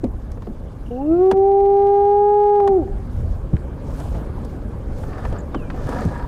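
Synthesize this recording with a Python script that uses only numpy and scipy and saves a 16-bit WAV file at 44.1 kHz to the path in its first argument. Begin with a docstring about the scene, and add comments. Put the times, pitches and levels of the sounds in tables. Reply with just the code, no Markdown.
"""A spotted hyena gives one long whoop in open bush, close to a vehicle that rumbles low.
The call is a few partials that rise, hold on two nearly pure tones and drop; it drives the limiter.
Near the microphone noise bursts tap and gliding bumps thump; friction through resonances rasps at the end.
Small birds, set back by more echo, trill, chip and whistle as swept sines.
Behind them lie bands of flickering noise: rumble, breeze and leaves that rustle, hiss and crackle."""
import sys
import numpy as np
from scipy import signal
from scipy.io import wavfile
from scipy.ndimage import uniform_filter1d, minimum_filter1d

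SR = 44100
rng = np.random.default_rng(int(sys.argv[2]) if len(sys.argv) > 2 else 0)


def persist_wave(psi):
    """Save psi, clipped to +-1, as 16-bit WAV."""
    counts = np.round(np.clip(psi, -1, 1) * 32767).astype(np.int16)
    wavfile.write(sys.argv[1], SR, np.atleast_2d(counts).T)


N = 276507
TIME = np.arange(N) / SR


def from_db(db):
    """Decibels to gain."""
    return 10 ** (np.asarray(db) / 20)


def rms_one(x):
    """Scale to rms 1."""
    return x / np.sqrt(np.mean(x ** 2) + 1e-20)


def in_time(rows):
    """Each column of a curve at every sample."""
    s, *columns = np.transpose(rows)
    return [np.interp(TIME, s, c) for c in columns]


def during(rows, fade_s=0.0073):
    """1 while a curve lasts, with short fades."""
    fade_in = np.clip((TIME - rows[0][0]) / fade_s, 0, 1)
    fade_out = np.clip((rows[-1][0] - TIME) / fade_s + 1, 0, 1)
    return fade_in * fade_out


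def swells(rows):
    """For each level column, the gain of bell-shaped swells that add in power."""
    gains = []
    for k in range(2, len(rows[0])):
        power = sum(from_db(row[k]) ** 2 * np.exp(-2 * (2 * (TIME - row[0]) / row[1]) ** 2) for row in rows)
        gains.append(np.sqrt(power))
    return gains


def drift(rate):
    """Slow chance of rms 1: noise through a double low-pass; a higher rate (Hz) moves faster."""
    step = 40   # samples between the points that are joined by straight lines
    r = np.exp(-2 * step * np.pi * rate / SR)
    settle = 2000
    white = rng.standard_normal(N // step + settle + 2)
    slow = signal.lfilter([1], [1, -2 * r, r * r], white)[settle:]
    return np.interp(np.arange(N) / step, np.arange(len(slow)), rms_one(slow))


def band(x, low_hz, high_hz, order=2):
    """Butterworth band-pass."""
    edges_hz = [low_hz, min(high_hz, .45 * SR)]
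    return signal.sosfilt(signal.butter(order, edges_hz, "band", fs=SR, output="sos"), x)


def resonance(x, hz, width_hz):
    """One resonance with gain 1 on top."""
    r = np.exp(-np.pi * width_hz / SR)
    feedback = [1, -2 * r * np.cos(2 * np.pi * hz / SR), r * r]
    return signal.lfilter(np.array([1, 0, -1]) * (1 - r * r) / 2, feedback, x)


def add(out, s, sound):
    """Mix a short sound in at a time."""
    at = int(s * SR)
    out[at:at + len(sound)] += sound[:N - at]


def coloured_noise(spectrum, patchy_db, flicker_rate):
    """Bands of noise up to half an octave wide, each flickering on its own; rms 1."""
    hz, level_db = np.transpose(spectrum)
    edges = np.geomspace(hz[0], hz[-1], int(2 * np.log2(hz[-1] / hz[0])) + 2)
    white, out = rng.standard_normal((2, N + SR)), 0
    for k, (low, high) in enumerate(zip(edges, edges[1:])):
        band_db = np.interp(np.log(low * high) / 2, np.log(hz), level_db)
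        noise = band(white[k % 2], low, high, order=3)[SR:]   # the filter settles for a second first
        out = out + noise * from_db(band_db + patchy_db * drift(flicker_rate))
    return rms_one(out)


# colour that throat, mouth and ground give the partials as they glide: (frequency [Hz], gain [dB])
THROAT_COLOUR = [(235, -28.5), (325, -13), (385, -12), (470, -16), (530, -23), (755, -21), (792, -12.5),
                 (828, -9.5), (910, -46.5), (1120, -33.5), (1185, -38.5), (1230, -36), (1360, -28.5),
                 (1540, -52), (1650, -38.5)]


def throat_db(hz):
    """Gain of the throat at a frequency, straight lines over log frequency."""
    points_hz, db = np.transpose(THROAT_COLOUR)
    return np.interp(np.log(hz), np.log(points_hz), db)


# the whoop rises, holds and drops: (time [s], pitch [Hz])
WHOOP_PITCH = [(0.905, 236.5), (0.959, 248.5), (1.089, 313.6), (1.169, 352.2), (1.239, 375.4), (1.315, 384),
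               (1.495, 395.4), (1.987, 403.2), (2.317, 413.1), (2.447, 412.6), (2.577, 409.8),
               (2.707, 392.5), (2.767, 375), (2.793, 336), (2.815, 296), (2.85, 215.8)]
# how hard the animal pushes: (time [s], level [dB])
WHOOP_EFFORT = [(0.92, -4), (1.03, -5), (1.125, 1), (1.175, -3.5), (1.24, 4.5), (1.34, 0.5), (1.48, 4.5),
                (2.55, 5), (2.77, -1.5), (2.84, -7)]
# thin overtones above the second partial: (time [s], level [dB])
OVERTONE_LEVEL = [(1.0, -4.5), (1.26, 2.5), (1.44, -6.5), (1.85, 2), (2.1, -1.5), (2.45, 1), (2.65, 0),
                  (2.77, -9.5)]
PARTIAL_DB_PER_OCTAVE = -6
# the limiter-like buzz grows as the call gets louder, by this much more than the call itself
BUZZ_DB, BUZZ_DB_PER_CALL_DB = -66.5, 1.24
BUZZ_FOLLOWS = .6   # share of the overtones' swing that the buzz takes


def hyena(jitter=0.00092, shimmer_db=0.09, air_db=-48, buzz_db_per_octave=-11, buzz_spread_db=6,
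          buzz_flicker_db=1.5, order=4, count=28):
    """Four partials shaped by the throat and a little air, smooth and almost falsetto;
    with them a faint buzz at each crest, as of a limiter at work."""
    (pitch,), (effort_db,) = in_time(WHOOP_PITCH), in_time(WHOOP_EFFORT)
    (overtone_db,) = in_time(OVERTONE_LEVEL)
    cycles = np.cumsum(pitch * (1 + jitter * drift(40))) / SR
    phase = 2 * np.pi * cycles

    partial_db = [throat_db(k * pitch) + PARTIAL_DB_PER_OCTAVE * np.log2(k) + (k > 2) * overtone_db
                  for k in range(1, order + 1)]
    voice = sum(np.sqrt(2) * from_db(db) * np.cos(k * phase) for k, db in enumerate(partial_db, 1))

    first = order + 1
    buzz = sum(from_db(buzz_db_per_octave * np.log2(k / first)) * np.cos(k * phase)
               for k in range(first, count + 1))
    # the limiter-like buzz varies in strength from crest to crest
    strengths = rms_one(from_db(buzz_spread_db * np.minimum(rng.standard_normal(N), 2)))
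    strength = strengths[np.round(cycles).astype(int)]
    buzz_db = BUZZ_DB + BUZZ_DB_PER_CALL_DB * effort_db + BUZZ_FOLLOWS * overtone_db
    buzz_db = buzz_db + buzz_flicker_db * drift(35)
    buzz = np.sqrt(2) * buzz * strength * from_db(buzz_db)

    # the air follows the first partial
    air = rms_one(band(rng.standard_normal(N), 330, 1700)) * from_db(partial_db[0] + air_db)
    # the call gives out as the pitch drops
    dying = np.clip((WHOOP_PITCH[-1][0] - TIME) / 0.023, 0, 1)
    push = from_db(effort_db + shimmer_db * drift(90))
    return (voice + buzz + air) * push * during(WHOOP_PITCH) * dying


# taps near the microphone: (time [s], clack level [dB], clack pitch [Hz],
# snap level [dB], snap pitch [Hz], length [share of the usual])
NEAR_TAPS = [(0.0395, -20.5, 580, -38, 4360, 1.2), (0.317, -45, 1400, -42.5, 7900, .8),
             (0.372, -33, 690, -66, 3000, 1.4), (0.42, -33.5, 990, -47.5, 3600, 1.2),
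             (0.469, -26, 563, -61, 3000, 0.73), (1.3126, -7.5, 1000, -20, 4200, 1.18),
             (2.6001, -16.5, 916, -49.5, 4430, 0.9), (2.675, -11.5, 760, -30, 5170, 1.02),
             (3.533, -28, 480, -60, 2500, 0.55), (3.567, -26.5, 1700, -48, 2800, .25),
             (3.998, -23.5, 520, -41.5, 9000, 1.9), (4.145, -23, 527, -54, 7000, 2.4),
             (4.4475, -38, 900, -41, 7500, 1.1), (5.033, -25.5, 785, -59, 6000, 1.3),
             (5.129, -33, 1340, -56, 3000, 1.1), (5.251, -21, 1180, -46, 3400, 0.85),
             (5.3245, -20.5, 480, -43, 4000, 1.4), (5.5448, -17, 990, -46, 3480, 0.97),
             (5.701, -25, 1320, -52, 4000, 0.93), (5.741, -26.5, 680, -61, 3000, 1.9),
             (5.889, -18, 560, -38.5, 8000, 1.3)]


def taps(clack_t60=0.044, snap_t60=0.025, rise=0.0011, top_hz=11500):
    """Each tap is a bright snap of noise over a duller, longer clack; usual times in s."""
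    out, t = np.zeros(N), np.arange(SR // 4) / SR
    for s, clack_db, clack_hz, snap_db, snap_hz, length in NEAR_TAPS:
        white = rng.standard_normal((2, len(t)))
        clack = rms_one(band(white[0], clack_hz / 2.05, clack_hz * 1.15))
        clack = clack * from_db(clack_db - 60 * t / (clack_t60 * length))
        snap = rms_one(band(white[1], snap_hz / 3.0, snap_hz * 1.2, order=1))
        snap = snap * from_db(snap_db - 60 * t / (snap_t60 * length))
        add(out, s, (clack + snap) * (1 - np.exp(-t / (rise * length))))
    return band(out, 100, top_hz, order=3)


# dull bumps near the microphone: (time [s], level [dB], first pitch before wobble [Hz],
# last pitch before wobble [Hz], length scale [s])
NEAR_THUMPS = [(0.033, -15, 412, 229, 0.021), (0.47, -24, 350, 208, 0.025), (1.316, -8, 342, 268, 0.013),
               (2.675, -20, 303, 245, 0.018), (3.531, -7, 240, 68, 0.014), (5.55, -19, 390, 267, 0.011),
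               (6.051, -10.5, 270, 84.7, 0.02)]


def thumps(sag_s=0.00766, wobble=0.47, rattle_db=-9, rattle_t60=0.17):
    """A soft bump swings unevenly as its pitch sinks, and leaves a dull rattle of noise."""
    out, t = np.zeros(N), np.arange(SR // 6) / SR
    for s, db, first_hz, last_hz, length in NEAR_THUMPS:
        white = rng.standard_normal((2, len(t)))
        hz = last_hz + (first_hz - last_hz) * np.exp(-t / sag_s)
        hz = hz * (1 + wobble * rms_one(band(white[0], 42, 320)))
        swing = np.exp(-(t / (1.91 * length)) ** 3) * np.sin(2 * np.pi * np.cumsum(hz) / SR)
        rattle = rms_one(band(white[1], last_hz * 0.97, first_hz * 0.79))
        rattle = rattle * from_db(rattle_db - 60 * t / rattle_t60)
        add(out, s, from_db(db) * (rattle - swing) * (1 - np.exp(-t / 0.0035)))
    return out


# strokes of the rasp: (middle time [s], length [s], noise level [dB], thin ringing level [dB])
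STROKES = [(5.15, 0.14, -38.5, -52), (5.245, 0.073, -34.5, -46), (5.36, 0.12, -37, -45),
           (5.82, .12, -40, -47), (5.915, 0.083, -32, -36), (6.0, 0.14, -31, -33), (6.17, 0.17, -37, -33.5)]
# its broad resonances: (frequency [Hz], base width, used doubled [Hz], relative level [dB])
BROAD_MODES = [(310, 74, -4), (530, 190, 0), (713, 67, -4), (1132, 140, -2.5), (1370, 50, -21),
               (1750, 33, -4), (4600, 340, -27.5)]
# its ringing resonances: (frequency [Hz], width [Hz], relative level [dB])
RINGING_MODES = [(957, 61, 1.5), (1666, 55, -3.5), (1775, 46, -16)]


def rasp(grain_db=3):
    """Uneven friction noise colours broad resonances and makes three narrow ones ring."""
    noise_gain, ring_gain = swells(STROKES)
    friction = rng.standard_normal(N) * from_db(grain_db * drift(57))

    def ringing(hz, width_hz):
        """Friction noise twice through one resonance, for steeper skirts."""
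        return resonance(resonance(friction, hz, width_hz), hz, width_hz)

    body = sum(from_db(db) * ringing(hz, 2 * width) for hz, width, db in BROAD_MODES)
    ring = sum(from_db(db) * ringing(hz, width) for hz, width, db in RINGING_MODES)
    return rms_one(body) * noise_gain + rms_one(ring) * ring_gain


# a small bird's trill sinks and fades from note to note
TRILL_S, TRILL_GAP_S = .858, .05
TRILL_HZ, TRILL_DB = 2880, -51
TRILL_SAG_HZ_PER_S, TRILL_FADE_DB_PER_S = 950, 28
# one high chip: (time [s], level [dB], pitch [Hz])
HIGH_CHIP = (5.383, -45.5, 7070)
# a bird's whistle falls quickly, then levels off
WHISTLE_S, WHISTLE_LENGTH_S, WHISTLE_DB = 5.525, 0.17, -51
WHISTLE_FIRST_HZ, WHISTLE_LAST_HZ, WHISTLE_FALL_S = 3900, 2250, .055


def birds(note_s=0.014, sweep=.12, warble=0.033, echo_s=0.016, echo_db=-4, flutter_db=4.0, count=7):
    """Quick, burry down-swept sine notes, each with an echo, and one falling whistle."""
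    out, along = np.zeros(N), np.linspace(0, 1, int(note_s * SR))
    trill = [(TRILL_S + t, TRILL_DB - TRILL_FADE_DB_PER_S * t, TRILL_HZ - TRILL_SAG_HZ_PER_S * t)
             for t in TRILL_GAP_S * np.arange(count)]
    for s, db, hz in trill + [HIGH_CHIP]:
        burr = rms_one(band(rng.standard_normal(len(along)), 80, 500))
        glide = 1 + sweep * (.5 - along) + warble * burr
        note = from_db(db) * np.sin(np.pi * along) * np.sin(2 * np.pi * np.cumsum(hz * glide) / SR)
        add(out, s, note)
        add(out, s + echo_s, note * from_db(echo_db))

    t = np.clip(TIME - WHISTLE_S, 0, WHISTLE_LENGTH_S)
    hz = WHISTLE_LAST_HZ + (WHISTLE_FIRST_HZ - WHISTLE_LAST_HZ) * np.exp(-t / WHISTLE_FALL_S)
    arch = np.sqrt(np.abs(np.sin(np.pi * t / WHISTLE_LENGTH_S)))
    gain = from_db(WHISTLE_DB + flutter_db * drift(40)) * arch
    return out + gain * np.sin(2 * np.pi * np.cumsum(hz * (1 + 0.012 * drift(119))) / SR)


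def bush_echo(x, t60=0.63, build_up_s=0.085):
    """Trunks and thickets scatter back a thin tail that builds up, then dies away."""
    t = np.arange(SR) / SR
    tail = band(rng.standard_normal(SR), 280, 2300) * from_db(-60 * t / t60) * np.clip(t / build_up_s, 0, 1)
    return signal.fftconvolve(x, tail / np.sqrt(np.sum(tail ** 2)))[:N]


# the vehicle's low colour: (frequency [Hz], relative level per Hz [dB])
RUMBLE_SPECTRUM = [(11, -30), (18, -1), (59, 2.5), (107, -5), (166, -16.5), (220, -16), (290, -39),
                   (480, -120)]
# the steady rumble: (time [s], level [dB])
STEADY_RUMBLE = [(0, -26.5), (0.8, -29.5), (1.9, -28.5), (2.5, -32.5), (2.9, -27.5), (5.2, -27),
                 (6.2, -27.5)]
# low surges over it: (middle time [s], length [s], level [dB])
RUMBLE_SURGES = [(0.145, 0.034, -21.5), (2.9, 0.11, -24), (3.22, 0.21, -20), (3.89, 0.11, -25.5),
                 (4.13, 0.2, -24), (4.67, 0.046, -25), (4.9, 0.072, -23.5), (5.3, 0.16, -23)]


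def vehicle_rumble(lumpy_db=1.5):
    """Low noise from the vehicle close by, slowly uneven, with surges added in power."""
    (rumble_db,), (surge,) = in_time(STEADY_RUMBLE), swells(RUMBLE_SURGES)
    gain = np.hypot(from_db(rumble_db + lumpy_db * drift(3.5)), surge)
    return gain * coloured_noise(RUMBLE_SPECTRUM, patchy_db=0.5, flicker_rate=4.9)


# colour of the breeze: (frequency [Hz], relative level per Hz [dB])
BREEZE_SPECTRUM = [(76, -26.5), (130, -1), (167, -6), (254, -4.5), (362, -10), (471, -9.5), (663, -17),
                   (862, -20), (1350, -26), (1940, -36.5), (3000, -46), (3900, -73), (6600, -120)]
# the breeze in the bush: (time [s], level [dB])
BREEZE_IN_TIME = [(0, -39), (0.9, -38.5), (3.2, -35.5), (3.7, -35.5), (4.05, -31), (4.6, -34.5),
                  (5.7, -32.5), (6.0, -27.5), (6.27, -33)]


def breeze():
    """Moving air in the bush: patchy noise of low and middle pitch."""
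    (breeze_db,) = in_time(BREEZE_IN_TIME)
    return from_db(breeze_db) * coloured_noise(BREEZE_SPECTRUM, patchy_db=2.3, flicker_rate=14)


CRACKLES_PER_S, CRACKLE_DB = 100, -8   # level against the rustle's swell


def crackle(spread_db=4, low_hz=1800, high_hz=11000):
    """Dry leaves tick: tiny random bursts of noise of uneven size; rms 1."""
    size = from_db(spread_db * np.minimum(rng.exponential(1, N), 3))
    ticks = (rng.random(N) < CRACKLES_PER_S / SR) * size
    bursts = signal.lfilter([1], [1, -np.exp(-1 / (0.0007 * SR))], ticks + 1e-18)
    return rms_one(band(bursts * rng.standard_normal(N), low_hz, high_hz))


# colours of the leaves' rustle and fine hiss: (frequency [Hz], relative level per Hz [dB])
RUSTLE_SPECTRUM = [(1470, -25), (2500, -2), (2980, -3), (3240, -3.5), (3820, -5), (4620, -4.5), (4870, -2),
                   (5340, -6), (6650, -9), (8000, -9.5), (10400, -37), (17600, -120)]
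HISS_SPECTRUM = [(4710, -29.5), (8000, 1), (10400, -3), (13600, -5.5), (15100, -10), (15600, -12)]
# leaves brush together: (middle time [s], length [s], rustle level [dB], fine hiss level [dB])
LEAF_BRUSHES = [(3.2, 0.5, -66, -71), (4.05, 0.38, -56, -60), (4.45, .25, -65.5, -69),
                (5.03, 0.21, -56.5, -64), (5.25, 0.21, -59, -67), (5.97, 0.42, -52, -63)]
# their light stirring in between: (time [s], rustle level [dB], fine hiss level [dB])
LEAF_STIRRING = [(0, -67, -70.5), (2.8, -65.5, -71), (6.2, -63, -68)]


def foliage(grain_db=1.0):
    """Leaves brush together: grainy rustle and fine hiss, with crackles in the swells."""
    rustle_db, hiss_db = in_time(LEAF_STIRRING)
    rustle_swell, hiss_swell = swells(LEAF_BRUSHES)
    rustle = coloured_noise(RUSTLE_SPECTRUM, patchy_db=2.2, flicker_rate=13)
    rustle = np.hypot(from_db(rustle_db), rustle_swell) * rustle
    hiss = coloured_noise(HISS_SPECTRUM, patchy_db=1.9, flicker_rate=14)
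    hiss = np.hypot(from_db(hiss_db), hiss_swell) * hiss
    grain = from_db(grain_db * drift(250))
    return (rustle + hiss) * grain + from_db(CRACKLE_DB) * rustle_swell * crackle()


def scene():
    """The near whoop, taps, thumps and rasp, the farther birds with more echo, and the background."""
    whoop, song = hyena(), birds()
    echo = bush_echo(from_db(-27.0) * whoop + from_db(-17) * song)
    near = whoop + taps() + thumps() + rasp()
    background = vehicle_rumble() + breeze() + foliage()
    return (near + song + echo + background)[None]


LIMIT_DB, RELEASE_DB_PER_S = -6.5, 90   # limit against full scale
CUTOFF_HZ = 15600


def record(dry, attack_s=.003):
    """A peak limiter turns down just ahead of each crest and lets go slowly, so the call ducks the rest."""
    over_db = np.maximum(20 * np.log10(np.abs(dry) + 1e-9) - LIMIT_DB, 0)
    span = max(int(attack_s * SR), 1)
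    release = RELEASE_DB_PER_S * TIME
    # the cut jumps up at a crest, then falls in a straight line of dB
    cut_db = np.maximum.accumulate(over_db + release, axis=-1) - release
    gain_db = uniform_filter1d(minimum_filter1d(-cut_db, 2 * span), 2 * span)
    # a steep low-pass ends the treble
    low_pass = signal.ellip(12, .1, 80, CUTOFF_HZ, fs=SR, output="sos")
    return signal.sosfilt(low_pass, dry * from_db(gain_db))


dry = scene()
out = record(dry)
persist_wave(out)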